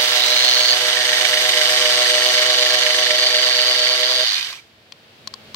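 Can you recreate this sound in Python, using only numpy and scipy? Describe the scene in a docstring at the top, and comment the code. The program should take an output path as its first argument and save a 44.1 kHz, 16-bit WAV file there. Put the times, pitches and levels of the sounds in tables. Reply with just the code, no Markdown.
"""A handheld round-blade cutter runs through cloth on a table, close to a stereo microphone in a quiet room.
From the start its motor hums and beats against the mains, the gear rattles once a shaft turn, cooling
air hisses, and the blade scrapes once a blade turn and sings against its guard in spells.
Switched off after about four seconds, it coasts to rest with a squeak and the tool clicks a few times.
A faint background hiss and room murmur come up again, and a low drone rises at the very end."""
import sys
import numpy as np
from scipy import signal
from scipy.fft import rfft, irfft
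from scipy.io import wavfile
from scipy.ndimage import uniform_filter1d

SR = 44100
rng = np.random.default_rng(int(sys.argv[2]) if len(sys.argv) > 2 else 0)


def master(y):
    """Save y as 16-bit WAV."""
    cut = np.clip(np.atleast_2d(y).T, -1, 1)
    pcm = np.round(cut * 32767)  # scale
    wavfile.write(sys.argv[1], SR, pcm.astype(np.int16))


N = 244755
TIME, FREQS = np.arange(N) / SR, np.fft.rfftfreq(N, 1 / SR)
MAINS_HZ, GEAR_RATIO = 60.023, 5
SWITCH_OFF_S, COAST_S = 4.24, 0.33
LEFT_LEAD_S = 0.00014   # the cutter reaches the left of the microphone first
SCRAPE_POWER = 0.99   # the blade's touches fade with this power of the speed


def from_db(db):
    """Decibels to gain."""
    return 10 ** (np.asarray(db) / 20)


def rms_one(x):
    """Scale to unit power."""
    return x / np.sqrt(np.mean(x ** 2) + 1e-20)


def in_time(rows):
    """Each column of a curve at every sample."""
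    seconds, *columns = np.transpose(rows)
    return [np.interp(TIME, seconds, column) for column in columns]


def over_hz(points):
    """A table joined on a log-frequency axis."""
    hz, value = np.transpose(points)
    return np.interp(np.log(FREQS + 1), np.log(hz), value)


def drift(rate_hz):
    """Slow random wavering of unit power, mostly below the given rate."""
    slow_hz = np.fft.rfftfreq(4096, 100 / SR)
    slow = irfft(rfft(rng.standard_normal(4096)) / (1 + (slow_hz / rate_hz) ** 2))
    return np.interp(np.arange(N) / 100, np.arange(len(slow)), rms_one(slow))


def grains(spread_db, count=3, size=N):
    """Unrelated streams of dense tiny contacts of uneven size."""
    contacts = rng.standard_normal((count, size))
    return rms_one(contacts * from_db(spread_db * rng.standard_normal((count, size))))


def once_a_turn(turns, angle, width, uneven_db, linger=3.0):
    """A bump of new strength each turn, falling `linger` times slower than it rises; angles in turns."""
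    offset = turns - angle + .5
    strength = from_db(uneven_db * rng.standard_normal(1024))
    past = offset % 1 - .5
    bump = np.exp(-.5 * (past / width / np.where(past > 0, linger, 1)) ** 2)
    return strength[np.floor(offset).astype(int)] * bump


def wander():
    """Three random walks in phase; each blurs a tone to a width of 1 Hz."""
    walks = np.cumsum(rng.standard_normal((3, N)), axis=1)
    return uniform_filter1d(walks, size=14) * np.sqrt(2 * np.pi / SR)


def rubbed(pitch_hz, width_hz, walk):
    """A rubbed mode of unit power: even in strength, blurred in pitch."""
    phase = 2 * np.pi * np.cumsum(pitch_hz + np.zeros(N)) / SR
    return np.sqrt(2) * np.cos(phase + np.sqrt(width_hz) * walk)


def spell(start_s, length_s, swell_s, fade_s):
    """An envelope that swells up to its start, holds, then fades."""
    before = np.maximum(start_s - TIME, 0) / swell_s
    after = np.maximum(TIME - start_s - length_s, 0) / fade_s
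    return np.exp(-np.minimum(before + after, 20))


def soft_noise(spectrum, spread_db, width):
    """A steady stereo noise of the given colour."""
    mid, side = irfft(rfft(grains(spread_db, count=2)) * from_db(over_hz(spectrum)), N)
    return rms_one(mid) + width * rms_one(side) * [[1], [-1]]


def at_microphone(streams, colour_db, lead_s=LEFT_LEAD_S):
    """One stream reaches both sides directly, the other two are each side's scatter; unit power."""
    # How alike the sides are. Each row: frequency in Hz, likeness (held to 0-1 below).
    likeness = [(100, -1.4), (400, 1.2), (700, 1.0), (1200, 0.3), (2500, 0.4), (5000, 0.46), (9000, -0.73),
                (15000, -0.5)]
    # The cutter's lean to one side. Each row: frequency in Hz, left over right in dB.
    tilt = [(60, -27), (92, -6), (140, 16), (210, -20), (330, 23), (500, -6), (770, 0), (1170, -1.5),
            (1790, -6), (2740, -11), (4190, -3), (6410, 3), (9810, 12), (15000, 3)]
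    direct, *scattered = rfft(streams) * from_db(colour_db)
    alike = np.clip(over_hz(likeness), 0, 1)
    place = from_db(over_hz(tilt) / 2) * np.exp(1j * np.pi * FREQS * lead_s)
    pair = (np.sqrt(alike) * direct + np.sqrt(1 - alike) * np.array(scattered)) * [place, 1 / place]
    return rms_one(irfft(pair / np.hypot(abs(place), 1 / abs(place)), N))


def speed_share():
    """Share of full speed: without power, friction brakes the shaft evenly."""
    return np.clip(1 - (TIME - SWITCH_OFF_S) / COAST_S, 0, 1)


def coasting(power, room_t60_s=0.32):
    """Gain of a sound that falls with a power of the speed and lingers briefly in the room."""
    retained = from_db(-60 / (room_t60_s * SR)) ** 2
    lost = signal.lfilter([1 - retained], [1, -retained], 1 - speed_share() ** (2 * power))
    return np.sqrt(np.maximum(1 - lost, 0))


def beat(turns, field_turns=-0.055):
    """How far the shaft has run ahead of the pulsing field, in radians."""
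    return 2 * np.pi * (turns - 2 * MAINS_HZ * TIME - field_turns)


def shaft_turns(start_turns=-0.119, sway_turns=0.022):
    """The shaft's angle; under power it sways about four times a second, at its beat with the field."""
    # Motor speed under power. Each row: time in seconds, shaft turns per second.
    speed = [(0.0, 123.13), (0.8, 123.94), (1.3, 124.32), (2.0, 123.42), (2.5, 124.61), (2.7, 123.92),
             (4.0, 124.71), (4.24, 126.94)]
    turns = start_turns + np.cumsum(in_time(speed)[0] * speed_share()) / SR
    return turns - sway_turns * np.sin(beat(turns)) * (TIME < SWITCH_OFF_S)


def motor_hum(turns, level_db=-29.5, flutter_turns=0.003, waver_db=0.8, die_s=0.0049):
    """Shaft orders mix with the pulsing field; each line swells once a beat and may throb with a partner."""
    # The hum changes colour as the tool turns. Times in seconds: far, near, moving off.
    colour_times = (1.0, 1.8, 3.9)
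    # Magnetic lines. Each row: multiple of shaft speed, multiple of the field's pulsing, relative dB
    # far, near and moving off, swell 0-1, swell lag in beats, weaker partner's strength 0-1,
    # its offset in beat rates, throb lag in beats.
    magnetic_lines = [(0, 1, -26, -27, -29, 0, 0, 0, 0, 0), (3, 0, -13.5, -11, -11.5, .1, .38, 0, 0, 0),
                      (3, 1, -5.3, -3.1, -3.7, .15, .02, .42, 2, -.12),
                      (5, 0, -1, 3.2, 1.3, .2, .09, .5, -2, -.015),
                      (5, 1, -5, -5.5, -9.5, .42, .48, .36, -2, .06),
                      (6, 1, -11.5, -13.5, -15, .25, 0, .15, -2, -.14),
                      (7, 1, -13, -13, -14, .2, .23, .4, -2, -.08),
                      (9, 0, -13, -8.5, -8.5, .45, .45, 0, 0, 0), (10, 0, -20, -17, -17, .45, .4, 0, 0, 0),
                      (10, 1, -10.5, -8.5, -9, .25, .04, .12, 2, -.21)]
    # The uneven blade wheel. 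Each row: multiple of blade speed, relative level in dB.
    wobble = [(6, -30), (11, -32), (12, -23.5), (13, -26), (18, -20), (24, -15.5), (26, -34)]
    field, ahead = 2 * MAINS_HZ * TIME, beat(turns)
    poles = turns + flutter_turns * drift(9.0)
    lines = 0
    for order, field_order, *levels_db, swell, swell_lag, partner, offset, throb_lag in magnetic_lines:
        swelling = swell * np.cos(ahead - 2 * np.pi * swell_lag)
        throb = partner * np.exp(1j * offset * (ahead - 2 * np.pi * throb_lag))
        tone = np.exp(2j * np.pi * (order * poles + field_order * field))
        gain = from_db(np.interp(TIME, colour_times, levels_db) + waver_db * drift(8.9))
        lines = lines + gain * np.imag((1 + swelling + throb) * tone)
    wheel = sum(from_db(db) * np.sin(2 * np.pi * order * turns / GEAR_RATIO) for order, db in wobble)
    powered = np.exp(-np.maximum(TIME - SWITCH_OFF_S, 0) / die_s)
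    left = from_db(level_db) * (lines + wheel) * powered
    return np.array([left, np.interp(TIME - LEFT_LEAD_S, TIME, left)])


def housing(ripple_db=2.5, spacing_hz=45):
    """The housing's response in dB: a few strong resonances over many small ones."""
    # Each row: frequency in Hz, width in Hz, lift in dB.
    resonances = [(1829, 153, 4.5), (2360, 72, -1.5), (2990, 290, 5), (4300, 100, 0), (5730, 220, 6.5),
                  (6160, 150, 6.5), (8490, 630, 7.5), (11600, 400, 10), (12500, 900, 5), (15600, 250, 7)]
    strong = sum(lift_db / (1 + (2 * (FREQS - hz) / width) ** 2) for hz, width, lift_db in resonances)
    small = np.interp(FREQS / spacing_hz, np.arange(2048), rng.standard_normal(2048))
    return strong + ripple_db * small


def gear_rattle(knock, feed, housing_db, free_db=-17.5, feed_db=-2.5):
    """The teeth grind in mesh and knock once a shaft turn, a little quieter under load."""
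    # Each row: frequency in Hz, relative spectral level in dB.
    spectrum = [(30, -62), (120, -24), (220, -59), (400, -68), (700, -11.5), (1200, -12), (1800, -7.5),
                (2500, -7), (3500, 2.5), (4800, 2.5), (5600, -13), (6400, -10.5), (7000, -24), (9500, -27),
                (16000, -32.5)]
    grind = np.where(TIME < SWITCH_OFF_S, .62, .6)
    gain = from_db(free_db + feed_db * feed) * coasting(power=1.2)
    return gain * at_microphone(grains(4.15) * (grind + knock), over_hz(spectrum) + housing_db)


def blade_scrape(turns, feed, housing_db, free_db=-26, feed_db=6, surge_db=1):
    """The slightly warped blade touches its counter-edge twice in quick succession each blade turn."""
    # Each row: frequency in Hz, relative spectral level in dB.
    spectrum = [(30, -74), (300, -30.5), (1300, -17.5), (1650, -3), (2300, 2), (2600, -6), (3000, -0.5),
                (4000, -3), (6000, -11.5), (9000, -22.5), (16000, -58)]
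    blade = turns / GEAR_RATIO
    first = once_a_turn(blade, angle=0.95, width=0.012, uneven_db=2.5)
    second = 0.84 * once_a_turn(blade, angle=0.15, width=0.012, uneven_db=2.0)
    # The touches are harder on each swell of the motor's pull.
    touch = (first + second) * from_db(surge_db * np.cos(2 * beat(turns)))
    gain = from_db(free_db + feed_db * feed) * coasting(SCRAPE_POWER)
    return gain * at_microphone(grains(3.4) * (0.5 + touch), over_hz(spectrum) + housing_db)


def cooling_air(housing_db, start_db=-20.5, fade_db_per_s=2, flicker_db=1.67):
    """A flickering hiss of air that fades as the vents turn away from the microphone."""
    # Each row: frequency in Hz, relative spectral level in dB.
    spectrum = [(30, -54), (300, -5), (1500, 9.5), (5000, 8), (8200, -1.5), (9300, -12), (11000, -6),
                (12300, -8.5), (14000, -23), (16000, -10.5)]
    flow = grains(1.0) * from_db(flicker_db * drift(31))
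    gain = from_db(start_db - fade_db_per_s * TIME) * coasting(power=0.54)
    return gain * at_microphone(flow, over_hz(spectrum) + housing_db)


def blade_song(knock, steady=0.22, pitch_sag=0.17):
    """The blade sings against its guard in spells, rasping at each knock and sagging as it slows."""
    # Each row: start and length in seconds, first and last pitch at full speed in Hz,
    # width in Hz, relative level in dB.
    songs = [(0.22, 0.14, 3950, 4090, 90, -21), (0.38, 0.35, 4130, 4450, 210, -17.5),
             (0.42, 0.3, 6200, 6330, 110, -25.5), (0.0, 0.72, 15600, 15650, 60, -38),
             (0.0, 0.32, 11400, 11550, 250, -36), (0.99, 0.28, 1860, 1810, 90, -28),
             (1.05, 0.22, 6200, 6250, 150, -29), (0.9, 1.35, 8380, 8450, 200, -32),
             (1.15, 0.6, 11750, 11800, 250, -38), (1.6, 1.45, 6310, 6290, 60, -33),
             (1.6, 0.4, 5000, 4900, 300, -29), (2.1, 0.45, 2950, 2970, 40, -30),
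             (2.05, 1.05, 4450, 4450, 250, -26), (3.2, 0.75, 4510, 4560, 65, -21),
             (4.05, 0.33, 4560, 4630, 80, -24.5)]
    walk, sag = wander(), 1 - pitch_sag * (1 - speed_share())
    song = 0
    for start_s, length_s, first_hz, last_hz, width_hz, db in songs:
        pitch_hz = sag * np.interp(TIME, [start_s, start_s + length_s], [first_hz, last_hz])
        envelope = from_db(db) * spell(start_s, length_s, swell_s=0.054, fade_s=0.018)
        song = song + envelope * rubbed(pitch_hz, width_hz, walk)
    return song * rms_one((steady + knock) * coasting(power=0.47))


def blade_ticks(blade, feed, full_feed_db=4):
    """The blade rings once a turn as it touches, louder the harder it is pushed."""
    # Each row: frequency in Hz, width in Hz, relative level in dB, fall time over rise time.
    modes = [(1815, 50, -24, 3.2), (2975, 25, -22, 4.5)]
    walk, ticks = wander(), 0
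    for hz, width_hz, db, linger in modes:
        touch = once_a_turn(blade, angle=0.98, width=0.022, uneven_db=0.5, linger=linger)
        ticks = ticks + from_db(db) * rubbed(hz, width_hz, walk) * touch
    return ticks * from_db(full_feed_db) * feed * coasting(SCRAPE_POWER)


def background_hiss_and_room(hiss_db=1):
    """A faint background hiss and low room murmur, whose level sinks midway and rises again at the end."""
    # Hiss, then room. Each row: frequency in Hz, relative spectral level in dB.
    hiss_spectrum = [(410, -23), (700, -5), (777, -7.5), (3110, -3.5), (4550, -6.5), (6150, -17.5),
                     (10700, -26), (15000, -25), (16000, -26)]
    room_spectrum = [(25, -40), (50, -14), (75, 2), (107, 7.5), (150, 3.5), (190, -1.5), (226, 6),
                     (266, -2), (313, 2), (600, 2), (900, -8), (1500, -36)]
    # Each row: time in seconds, gain of both in dB.
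    background = [(0, -52.5), (1.8, -50.5), (3.6, -57.5), (4.8, -57.5), (5.5, -50.5)]
    hiss = from_db(hiss_db) * soft_noise(hiss_spectrum, spread_db=0.5, width=1.0)
    room = soft_noise(room_spectrum, spread_db=3.5, width=0.27)
    return from_db(in_time(background)[0]) * (hiss + room)


def blade_squeaks(edge_s=0.009, width_hz=70.3):
    """The slowing blade rubs and squeaks as it comes to rest."""
    # Each row: start in seconds, length in seconds, pitch in Hz, relative level in dB.
    squeaks = [(4.36, 0.063, 2450, -31), (4.52, 0.03, 2470, -39.5), (4.585, 0.0093, 2340, -41.5)]
    walk = wander()
    return sum(from_db(db) * spell(start_s, length_s, edge_s, edge_s) * rubbed(hz, width_hz, walk)
               for start_s, length_s, hz, db in squeaks)


def cutter(scatter=0.4, blade_lead_s=0.00007):
    """The tool crosses the table, its parts timed by one shaft and loaded by one push."""
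    # The push through the cloth. Each row: time in seconds, effort 0-1.
    push = [(0, 0.43), (.6, 0.62), (1.1, 0.94), (2.2, 0.81), (2.55, 0.72), (2.9, 0.92), (3.5, 0.73),
            (4.24, 0.13)]
    # The way past the microphone. Each row: time in seconds, left over right in dB, nearness in dB.
    path = [(0, -1.5, -1.1), (1.1, -0.5, -1), (1.7, 0.1, 0.43), (2.4, 1, 0.5), (3.3, 0, -0.46),
            (4.5, -0.5, -1)]
    feed, = in_time(push)
    pan_db, near_db = in_time(path)
    turns, housing_db = shaft_turns(), housing()
    knock = once_a_turn(turns, angle=0.21, width=0.039, uneven_db=1.5, linger=3.9)
    noises = gear_rattle(knock, feed, housing_db) + blade_scrape(turns, feed, housing_db)
    noises += cooling_air(housing_db)
    modes = blade_song(knock) + blade_ticks(turns / GEAR_RATIO, feed) + blade_squeaks()
    streams = modes * [[1], [scatter], [scatter]]
    low_cut_db = over_hz([(100, -30), (1200, -12)])
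    # The blade's rim lies nearer the middle, so it leads on the left by less.
    ringing = np.std(modes) * at_microphone(streams, low_cut_db, blade_lead_s)
    return (noises + ringing + motor_hum(turns)) * from_db(near_db + pan_db * [[.5], [-.5]])


def tool_clicks(gain_db=-8.5, snap_above_hz=4000, chatter_s=0.0042, tail_db=-45, tail_t60_s=.35):
    """One hard touch knocks the body; the higher modes also get a brief chatter and a faint room tail."""
    # Each row: start in seconds, relative level in dB, left over right in dB,
    # extra dB of the body's knock, extra dB of the bright snap.
    clicks = [(4.481, -28, 0, 0, -4), (4.528, -17.5, 0, -1, 3), (4.537, -22, -4, -1, -5),
              (4.573, -28, -5, 1, -2), (4.922, -17, 7, -12, -3.5), (5.274, -12.5, 3, -0.5, 5),
              (5.339, -16, 5, 0.5, 3.5), (5.545, -13.5, 3, -1.5, 2.5)]
    # The tool's modes, body first. Each row: frequency in Hz, relative level in dB, T60 in seconds.
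    modes = [(1074, -6.5, 0.028), (2100, -2, 0.0025), (3220, -1, 0.0064), (4260, -1, 0.0084),
             (4820, -3.5, 0.0094), (5830, -5, 0.0046), (7300, -16.5, 0.0076), (8700, -14.5, 0.0034),
             (13500, -23, 0.0026)]
    out, age = np.zeros((2, N + SR)), TIME[:SR // 2]
    touch = 1.0 * (age == 0)
    envelope = np.exp(-(age / chatter_s) ** 2) + from_db(tail_db - 60 * age / tail_t60_s)
    for start_s, click_db, pan_db, knock_db, snap_db in clicks:
        start = round(start_s * SR)
        gain = from_db(gain_db + click_db + pan_db * np.array([[.5], [-.5]]))
        chatter = grains(2.0, count=2, size=len(age)) * envelope
        chatter /= np.linalg.norm(chatter, axis=1, keepdims=True)
        for k, (hz, mode_db, t60_s) in enumerate(modes):
            decay, step = from_db(-60 / (t60_s * SR)), 2 * np.pi * hz / SR
            colour_db = knock_db if k == 0 else snap_db * (hz > snap_above_hz)
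            force = touch + chatter * (k > 0) + 1e-18
            ring = signal.lfilter([0, np.sin(step)], [1, -2 * decay * np.cos(step), decay ** 2], force)
            out[:, start:start + len(age)] += (-1) ** k * gain * from_db(mode_db + colour_db) * ring
    return out[:, :N]


def low_drone(level_db=-53.5):
    """A faint, blurred low tone rises at the end."""
    envelope = spell(start_s=5.48, length_s=0.1, swell_s=0.21, fade_s=0.05)
    return from_db(level_db) * envelope * rubbed(pitch_hz=220, width_hz=19, walk=wander()[0])


def scene():
    """The cutter and its clicks, close up, over a faint hiss and a quiet room."""
    return background_hiss_and_room() + low_drone() + cutter() + tool_clicks()


def record(dry, ceiling=0.95, cutoff_hz=15780):
    """The highest peaks are rounded and the top is cut steeply."""
    rounded = dry / (1 + (dry / ceiling) ** 8) ** (1 / 8)
    low_pass = signal.ellip(10, .05, 60, cutoff_hz, fs=SR, output="sos")
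    return signal.sosfiltfilt(low_pass, rounded)


dry = scene()
out = record(dry)
master(out)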